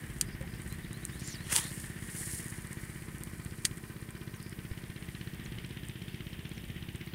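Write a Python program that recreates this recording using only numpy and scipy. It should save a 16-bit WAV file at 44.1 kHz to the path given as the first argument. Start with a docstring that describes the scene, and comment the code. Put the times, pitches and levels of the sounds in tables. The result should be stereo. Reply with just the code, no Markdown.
"""A single-cylinder pump engine thuds across a flooded field: each firing rings pipe modes and knocks the block.
Close by an angler casts: noise rustles, swishes back and whips forward; clicks ring the modes of the reel.
Glided sines whistle and chip as birds, an insect trills in FM and another buzzes in noisy strokes.
Low noise, puffs and rising notes are a light wind on the microphone, over faint field noise and hiss."""
import sys
import numpy as np
from scipy import signal
from scipy.io import wavfile

SR = 44100
rng = np.random.default_rng(int(sys.argv[2]) if len(sys.argv) > 2 else 0)


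def transcribe(u):
    """Save the signal u as a 16-bit wav file named by the first command-line argument.

    u: samples, shape (n,) or (channels, n), limited to [-1, 1]; the rate is SR.
    q: integer samples, one column per channel.
    """
    v = np.clip(np.atleast_2d(u).T, -1, 1)
    q = np.round(v * 32767).astype(np.int16)
    wavfile.write(sys.argv[1], SR, q)


N = 314874
TIME = np.arange(N) / SR


def amp(db):
    """Gain of a level in dB."""
    return 10 ** (np.asarray(db) / 20)


def rms_one(x):
    """Scale to rms 1."""
    return x / np.sqrt(np.mean(x ** 2) + 1e-20)


def in_time(rows):
    """Columns of a (time [s], ..) curve, one value per sample."""
    s, *columns = np.transpose(rows)
    return [np.interp(TIME, s, column) for column in columns]


def level(rows):
    """Gain of a (time [s], .., level [dB]) curve, silent outside it."""
    inside = (TIME >= rows[0][0]) * (TIME < rows[-1][0])
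    return amp(in_time(rows)[-1]) * inside


def at_hz(points, hz):
    """Read a spectrum on a log-frequency axis."""
    point_hz, value = np.transpose(points)
    return np.interp(np.log(hz), np.log(point_hz), value)


def pan(x, db):
    """Lean a sound to the left by db."""
    return x * amp([[db / 2], [-db / 2]])


def drift(rate_hz):
    """Smooth random curve of rms 1: noise through a double pole, at 1/40 of the sample rate."""
    step, settle = 40, 2000
    pole = np.exp(-2 * step * np.pi * rate_hz / SR)
    white = rng.standard_normal(N // step + settle + 2)
    slow = signal.lfilter([1], [1, -2 * pole, pole ** 2], white)[settle:]
    return np.interp(np.arange(N) / step, np.arange(len(slow)), rms_one(slow))


def clicks(times_s, sizes):
    """A click train."""
    out = np.full(N, 1e-18)   # tiny offset in place of exact zero
    index = np.clip((np.asarray(times_s) * SR).astype(int), 0, N - 1)
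    np.add.at(out, index, sizes)
    return out


def ring(x, hz, t60_s):
    """Two-pole resonator: a unit click starts a decaying sine of height 1."""
    pole, w = amp(-60 / (t60_s * SR)), 2 * np.pi * hz / SR
    return signal.lfilter([0, np.sin(w)], [1, -2 * pole * np.cos(w), pole ** 2], x)


def decay(x, t60_s):
    """One-pole decay: a unit click becomes a dying envelope."""
    return signal.lfilter([1], [1, -amp(-60 / (t60_s * SR))], x)


def spread(mid, side, alike):
    """Stereo pair with the given left-right likeness from two independent noises."""
    return np.sqrt(1 + alike) * mid + np.sqrt(1 - alike) * side * [[1], [-1]]


def stereo_white(alike):
    """White noise on two channels with the given likeness."""
    mid, side = rng.standard_normal((2, N))
    return spread(mid, side, alike)


# default stereo width of noise: (frequency [Hz], left-right likeness [-1..1])
LIKENESS = [(30, .97), (60, 1), (150, 0.97), (300, 0.94), (450, 0.54), (700, 0.036), (1300, 0.13),
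            (2500, .5), (4500, 0.54), (7000, 1), (10000, 1), (15000, .999)]


def coloured(spectrum, patchy_db, alike=None):
    """About third-octave bands of stereo noise, each with its own level and flicker; rms 1."""
    out, white = 0, rng.standard_normal((2, 2, N))
    bottom_hz, top_hz = spectrum[0][0], spectrum[-1][0]
    edges = np.geomspace(bottom_hz, top_hz, int(3 * np.log2(top_hz / bottom_hz)) + 1)
    for k, (low, high) in enumerate(zip(edges, edges[1:])):
        band = signal.butter(2, [low, high], "band", fs=SR, output="sos")
        mid, side = signal.sosfilt(band, white[k % 2])   # neighbouring bands use different noise
        hz = np.sqrt(low * high)
        likeness = np.clip(at_hz(LIKENESS, hz) if alike is None else alike, -1, 1)
        gain = amp(at_hz(spectrum, hz) + patchy_db * drift(6.7))
        out = out + gain * spread(mid, side, likeness)
    return rms_one(out)


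def resonant(x, peaks):
    """Parallel resonances (frequency [Hz], width [Hz], level [dB]), alternating signs; rms 1."""
    out = 0
    for k, (hz, width_hz, db) in enumerate(peaks):
        out = out + (-1) ** k * amp(db) * signal.lfilter(*signal.iirpeak(hz, hz / width_hz, SR), x)
    return rms_one(out)


def sine(hz):
    """A sine that follows a frequency per sample."""
    return np.sin(2 * np.pi * np.cumsum(hz) / SR)


# distant field noise: (frequency [Hz], density [dB per Hz])
FIELD_COLOUR = [(300, 1), (420, -5), (600, -11.5), (1300, -15.5), (3000, -25), (5000, -16.5), (6800, -31.5),
                (9300, -37), (11500, -25.5), (13200, -28), (14500, -22), (16500, -33)]
# hiss bands: (frequency [Hz], width [Hz], level per filter pass [dB])
HISS_BANDS = [(9950, 2100, -1.6), (14200, 1400, -0.42)]
FIELD_DB, HISS_DB = -57.5, -69


def field():
    """Patchy distant noise plus two steady hiss bands, filtered twice for steeper skirts."""
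    hiss = resonant(resonant(stereo_white(.998), HISS_BANDS), HISS_BANDS)
    return amp(FIELD_DB) * coloured(FIELD_COLOUR, patchy_db=1.6) + amp(HISS_DB) * hiss


BUZZ_HZ, BUZZ_PER_S, BUZZ_T60_S, BUZZ_DB = 14300, 112.4, .006, -71


def buzz():
    """High insect that never stops: even wing strokes, each a scratch of noise in one resonance."""
    strokes = clicks(np.arange(0, N / SR, 1 / BUZZ_PER_S), 1)
    scratch = decay(strokes, BUZZ_T60_S) * rng.standard_normal(N)
    return amp(BUZZ_DB + 2.3 * drift(5)) * resonant(scratch, [(BUZZ_HZ, 900, 0)])


# insect trills: (start [s], end [s], level [dB])
TRILLS = [(.245, .37, -61), (.465, .595, -63), (.65, .71, -66), (1.07, 1.13, -62), (1.36, 1.43, -64),
          (4.14, 4.21, -65), (4.37, 4.56, -62), (4.68, 4.76, -65)]


def trill():
    """Insect: a sine with fast, slightly irregular pitch wobble, gated into short calls."""
    wobble = 4 * np.sin(2 * np.pi * 85 * TIME + 2 * drift(12))
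    tone = np.sin(2 * np.pi * 4950 * TIME + wobble + 3 * drift(40))
    gate = sum(amp(db) * np.clip(np.minimum(TIME - start, end - TIME) / .03, 0, 1)
               for start, end, db in TRILLS)
    return amp(3 * drift(60)) * gate * tone


WHISTLE_EDGE_S = .006


def whistle(start_s, length_s, low_hz, high_hz, db):
    """A short even rise with soft ends."""
    end_s, edge_s = start_s + length_s, WHISTLE_EDGE_S
    hz = np.interp(TIME, [start_s, end_s], [low_hz, high_hz])
    swell = level([(start_s - edge_s, db - 15), (start_s + edge_s, db),
                   (end_s - edge_s, db), (end_s + edge_s, db - 15)])
    return swell * sine(hz)


CHIP_DROP_S, CHIP_RISE_S, CHIP_FADE_S = .008, .006, .04


def chip(start_s, high_hz, low_hz, db, fade_db_per_s):
    """A note that drops fast, levels out and fades."""
    hz = low_hz + (high_hz - low_hz) * np.exp(-np.clip(TIME - start_s, 0, 1) / CHIP_DROP_S)
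    top_s = start_s + CHIP_RISE_S
    swell = level([(start_s, db - 18), (top_s, db), (top_s + CHIP_FADE_S, db - CHIP_FADE_S * fade_db_per_s)])
    return swell * sine(hz)


# rising whistles: (start [s], length [s], start pitch [Hz], end pitch [Hz], relative level [dB])
WHISTLES = [(0.698, 0.039, 3930, 4160, -57), (0.823, .03, 3700, 3790, -55.5),
            (0.927, .042, 3800, 4300, -53), (.98, .035, 4400, 4550, -62), (1.024, .025, 3750, 4030, -57),
            (1.12, .08, 3560, 4370, -56), (1.377, 0.061, 3820, 4400, -55), (1.455, .035, 3500, 4040, -53)]
# falling chips: (start [s], start pitch [Hz], end pitch [Hz], relative level [dB], fade [dB/s])
CHIPS = [(4.342, 8600, 5360, -51, 700), (5.447, 8300, 5400, -50, 900), (6.543, 7600, 5300, -53, 1200),
         (6.562, 9800, 5200, -56, 350)]


def birds():
    """Thin whistles and chips, frayed by the distance; the whistles echo off the far bank."""
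    thin_air = drift(150)
    whistles = (.6 + .55 * thin_air) * sum(whistle(*row) for row in WHISTLES)
    whistles = whistles + .25 * np.roll(whistles, int(.021 * SR))   # echo
    chips = .75 * amp(3 * np.tanh(thin_air)) * sum(chip(*row) for row in CHIPS)
    return chips + pan(whistles, db=5.5)


def wildlife():
    """Birds, trilling insect and buzzing insect."""
    return birds() + buzz() + pan(trill(), db=4)


EDDY_RANGE_DB = 25   # swell and fade


def eddy(peak_s, peak_hz, octaves_per_s, db, swell_s, fade_s):
    """A low note that climbs while an eddy sweeps over the microphone, swelling and fading."""
    hz = peak_hz * 2 ** (octaves_per_s * np.clip(TIME - peak_s, -swell_s, fade_s))
    faint_db = db - EDDY_RANGE_DB
    swell = level([(peak_s - swell_s, faint_db), (peak_s, db), (peak_s + fade_s, faint_db)])
    return swell * sine(hz)


# rumble level: (time [s], level [dB])
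WIND = [(0, -45), (.4, -45), (1.3, -48.5), (1.89, -49), (2.46, -50), (2.78, -52), (3.14, -48.5),
        (3.98, -52.5), (5.07, -51), (5.51, -46.5), (5.93, -52), (6.54, -49), (6.88, -48), (7.14, -52)]
# rumble colour: (frequency [Hz], density [dB per Hz])
WIND_COLOUR = [(20, -16), (35, -4.5), (60, 2), (120, -0.5), (250, -8.5), (450, -34.5), (800, -21.5)]
# puffs, uneven at the two microphone ports: (peak time [s], half length [s], level [dB])
PUFFS = [(0.344, .06, -54), (.68, 0.18, -50), (1.052, .06, -62), (1.421, .04, -53), (1.83, 0.047, -51),
         (2.02, 0.11, -53), (3.063, 0.044, -51), (3.58, 0.069, -57), (4.06, .04, -58), (5.22, .1, -57),
         (5.57, .12, -51), (6.018, 0.08, -51), (6.6, .09, -52)]
# puff colour: (frequency [Hz], density [dB per Hz])
PUFF_COLOUR = [(40, -2), (110, -1), (200, -3), (330, -22)]
# eddies: (peak time [s], pitch at peak [Hz], climb [octaves/s], peak level [dB], swell [s], fade [s])
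EDDIES = [(.34, 63.7, 8.15, -42, 0.061, .09), (5.585, 130, 7, -39, 0.175, .05)]
# low bumps: (time [s], relative level [dB], frequency [Hz], t60 [s])
BUMPS = [(.408, -41, 529, 0.11), (.44, -47.5, 794, .05), (4.713, -22.5, 94, 0.04), (4.893, -34, 70, 0.062)]


def wind():
    """Lumpy noise rumble, uneven puffs, passing eddies and a few ringing low bumps."""
    rumble = level(WIND) * coloured(WIND_COLOUR, patchy_db=1.5)
    bumps = sum(amp(db) * ring(clicks([s], .95), hz, t60_s) for s, db, hz, t60_s in BUMPS)
    gusts = sum(amp(db) * np.clip(1 - abs(TIME - s) / half_s, 0, 1) for s, half_s, db in PUFFS)
    puffs = gusts * amp(3.3 * drift(20)) * coloured(PUFF_COLOUR, patchy_db=.5, alike=.3)
    eddies = sum(eddy(*row) for row in EDDIES)
    return rumble + puffs + pan(eddies + bumps, db=2.5)


def low_noise(cutoff_hz):
    """Low-passed noise of rms 1."""
    low_pass = signal.butter(2, cutoff_hz, fs=SR, output="sos")
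    return rms_one(signal.sosfilt(low_pass, rng.standard_normal(N)))


# back cast, line sings higher as it moves faster: (time [s], pitch [Hz], level [dB])
SWISH = [(1.19, 4900, -57), (1.23, 6640, -54), (1.275, 7500, -47), (1.32, 6360, -46.5), (1.36, 4570, -50.5),
         (1.39, 3870, -75)]


def back_cast():
    """Singing air: noise-modulated sines, a narrow one for the line, a wide lower one for the rod."""
    phase = 2 * np.pi * np.cumsum(in_time(SWISH)[0]) / SR
    line = low_noise(200) * np.sin(phase)
    rod = .9 * low_noise(1100) * np.sin(.76 * phase)
    return level(SWISH) * (line + rod)


# sleeves and line: (time [s], relative level [dB])
RUSTLE = [(0, -59), (.205, -57.5), (.349, -64.5), (.584, -60.5), (.703, -56.5), (.858, -62), (1.063, -59),
          (1.262, -52.5), (1.412, -59.5), (1.661, -48.5), (1.811, -48), (1.961, -57.5), (2.2, -43),
          (2.365, -43), (2.45, -49), (2.684, -57), (2.824, -55), (3.048, -58.5), (3.5, -59), (4.255, -63),
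          (5.014, -61.5), (7.139, -67)]
# rustle colour: (frequency [Hz], density [dB per Hz])
RUSTLE_COLOUR = [(2500, -37), (4000, -14.5), (6200, -9), (7600, -7.5), (9000, 1), (10800, -10.5),
                 (13000, -11), (16500, -19)]
# forward cast: (time [s], line in the guides [dB], air torn by the rod [dB])
WHIP = [(1.44, -76, -59), (1.484, -59, -53.5), (1.524, -32, -33.5), (1.551, -33.5, -37),
        (1.563, -27.5, -34), (1.604, -43, -42), (1.72, -71, -56.5)]
# torn air colour: (frequency [Hz], density [dB per Hz])
WHIP_COLOUR = [(250, -12), (450, 6), (800, 4.5), (1300, 7.5), (2000, 6.5), (3500, 6.5), (6000, 3.5),
               (9000, -3)]
# spool whine as line pays out: (time [s], pitch [Hz], level [dB])
SPOOL = [(1.6, 1940, -62), (1.62, 1875, -47), (1.66, 1800, -52), (1.7, 1700, -68)]


def cast():
    """Grainy rustle of cloth, singing back cast, broad whip forward and spool whine."""
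    grains = amp(2 * drift(150) + 1.06 * drift(42))
    line = level(np.array(WHIP)[:, :2])   # line ripping through the guides hisses like the cloth
    rustle = (level(RUSTLE) + line) * grains * coloured(RUSTLE_COLOUR, patchy_db=0, alike=1)
    whip = level(WHIP) * amp(2 * drift(65)) * coloured(WHIP_COLOUR, patchy_db=4, alike=1)
    spool = level(SPOOL) * sine(in_time(SPOOL)[0])
    return pan(rustle + whip + back_cast() + spool, db=.47)


# clutch and gear blows: (time [s], drive level [dB], favoured frequency [Hz], rattle t60 [s])
CLUTCH = [(0.2112, -14.5, 6000, .008), (0.2119, -8, 8600, 0.011), (.2131, -28, 5000, 0.0053),
          (0.2132, -21.5, 8600, 0.043), (1.554, -21, 8000, 0.0088), (1.558, -17, 5500, 0.0083),
          (1.563, -9, 6000, 0.011), (1.5667, -20, 8500, 0.0086), (3.51, -35, 1900, .02),
          (3.647, -29, 4000, 0.022), (3.65, -22, 10000, 0.0061), (3.6516, -7, 5070, 0.017),
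          (3.6538, -19.5, 8300, 0.059)]
# reel modes: (frequency [Hz], level [dB], t60 [s])
REEL_MODES = [(2000, -7.5, 0.0032), (3180, -9, 0.0033), (4600, -6.5, 0.0029), (6400, -4.5, 0.0017),
              (8600, -2.5, 0.003), (10800, -8.5, 0.0021), (12030, -15.5, 0.0045), (15300, -18, 0.0018)]
# loudest ticks of reel, guides and line: (time [s], drive level [dB])
TICKS = [(0.186, -32), (0.4123, -34), (0.5483, -36), (.619, -34), (.6769, -33), (0.7256, -24),
         (0.9309, -27), (1.052, -20), (1.1965, -30), (1.277, -24.5), (1.6412, -25), (1.8193, -32),
         (2.4833, -29.5), (2.6722, -31.5), (2.7307, -27), (3.1836, -31), (3.236, -20.5), (3.4494, -34),
         (3.7615, -40), (3.7723, -34), (3.7815, -34), (4.0173, -33), (4.1066, -33), (5.3469, -33),
         (5.8526, -40), (5.886, -32), (5.994, -40), (6.1604, -42), (6.6847, -40), (6.9586, -35)]
FAINT_TICKS_PER_S, FAINT_TICK_DB = 5, -41


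def reel():
    """Clutch snaps rattle through the reel's modes; ticks drive mainly the high ones."""
    out = np.zeros(N)
    grit = rng.standard_normal(N) * (rng.random(N) < .3)   # sparse noise
    tick_s, tick_db = np.transpose(TICKS)
    faint_db = FAINT_TICK_DB + 3.5 * rng.standard_normal(N)
    faint = (rng.random(N) < FAINT_TICKS_PER_S / SR) * amp(faint_db)
    for k, (hz, mode_db, t60_s) in enumerate(REEL_MODES):
        thin_db = 16 * max(np.log2(8500 / hz), 0)   # ticks lose 16 dB per octave below 8500 Hz
        drive = clicks(tick_s, amp(tick_db - thin_db + rng.normal(0, 3, len(tick_s))))
        drive += faint * amp(-thin_db)
        for s, db, favoured_hz, rattle_s in CLUTCH:
            hit = clicks([s], amp(db - 5 * abs(np.log2(hz / favoured_hz))))
            drive += hit + .29 * grit * decay(hit, rattle_s)
        out += (-1) ** k * amp(mode_db) * ring(drive, hz, t60_s)
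    high_pass = signal.butter(2, 1300, "high", fs=SR, output="sos")   # too small to radiate bass
    return pan(signal.sosfilt(high_pass, out), db=1.4)


# engine speed: (time [s], firing rate [1/s])
SPEED = [(0, 15.98), (.649, 16.1), (1.298, 16.136), (1.947, 16.138), (2.596, 16.031), (3.245, 15.965),
         (3.895, 15.904), (4.544, 16.044), (5.193, 16.094), (5.842, 16.072), (6.491, 16.142),
         (7.14, 16.136)]
# pipe and silencer; short modes shape the thud, long ones hum: (frequency [Hz], relative swing, t60 [s])
EXHAUST = [(66, .0448, .027), (91.5, -.1, .021), (147, .0456, .037), (340, -.0154, .021), (178, .0026, .4),
           (223.4, .002, .4), (284, .0029, .086), (313.5, .002, .33), (401, .0007, .3)]
# relative levels through the air: (time [s], knock [dB], low clatter [dB], high clatter [dB])
ENGINE = [(0, -67, -53.5, -63), (.99, -66.5, -55, -62.5), (1.57, -60, -54, -60), (2.34, -72, -52, -60),
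          (2.8, -70.5, -55.5, -66.5), (4.06, -64, -60, -67), (4.97, -61, -57.5, -61.5),
          (5.59, -58, -57, -57.5), (5.89, -59, -60, -56.5), (7.14, -59, -60, -56.5)]
# block resonances: (frequency [Hz], width [Hz], level [dB])
KNOCK = [(1030, 49, -9), (1520, 150, -0.5), (2150, 300, 4.5), (3120, 220, 6), (4040, 280, 2),
         (5800, 1000, -11)]
# low clatter resonances: (frequency [Hz], width [Hz], level [dB])
LOW_CLATTER = [(1060, 660, -8.5), (1536, 160, -0.5), (1838, 200, 3.5), (2270, 286, -2.5),
               (2800, 480, -12.5)]
# high clatter resonances: (frequency [Hz], width [Hz], level [dB])
HIGH_CLATTER = [(2410, 1460, 2.5), (3140, 900, 6), (3810, 280, -1.5)]
# narrow casing rings: (frequency [Hz], width [Hz], level [dB])
CASING = [(1018, 45, -0.5), (1255, 82, -2), (1538, 49, 2), (1930, 74, -7.5), (2387, 64, -0.5)]
FIRST_TURN = .441   # part of a cycle done at the start
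THUD_DB = .56
CASING_DB, MIDDLE_DB = -66, -62   # casing level when the high clatter is at MIDDLE_DB
CASING_YIELDS = .99   # dB lost per dB of high clatter


def engine():
    """Each firing thumps the exhaust and knocks the block; valves and gears clatter in between."""
    knock_db, low_db, high_db = in_time(ENGINE)
    casing_db = CASING_DB - CASING_YIELDS * (high_db - MIDDLE_DB)
    turns = FIRST_TURN + np.cumsum(in_time(SPEED)[0]) / SR
    fired_s = np.flatnonzero(np.diff(np.floor(turns))) / SR
    luck = rng.standard_normal((len(fired_s), 2))

    push = clicks(fired_s, amp(.5 * luck[:, 0]))
    thud = amp(THUD_DB) * sum(swing * ring(push, hz, t60_s) for hz, swing, t60_s in EXHAUST)

    blows = clicks(fired_s + .0013, amp(luck[:, 1]))
    burst = signal.oaconvolve(blows, np.hanning(int(.008 * SR)))[:N]   # a rounded puff
    knock = amp(knock_db) * rms_one(burst) * resonant(stereo_white(.95), KNOCK)

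    beat = amp(2 * np.cos(2 * np.pi * (turns - .25)) + 1.2 * drift(35))   # louder after the firing
    clatter = amp(low_db) * resonant(stereo_white(.94), LOW_CLATTER)
    clatter = clatter + amp(high_db) * resonant(stereo_white(.74), HIGH_CLATTER)
    clatter = clatter + amp(casing_db) * resonant(stereo_white(.76), CASING)
    return thud + pan(knock + (beat + .5 * burst) * clatter, db=3.5)


def scene():
    """Open field, wildlife, wind, angler and engine together."""
    return field() + wildlife() + wind() + cast() + reel() + engine()


CUTOFF_HZ = 16000


def record(dry):
    """Cut the top: steep low-pass, 50 dB down from the cutoff up."""
    return signal.sosfilt(signal.cheby2(20, 50, CUTOFF_HZ, fs=SR, output="sos"), dry)


dry = scene()
out = record(dry)
transcribe(out)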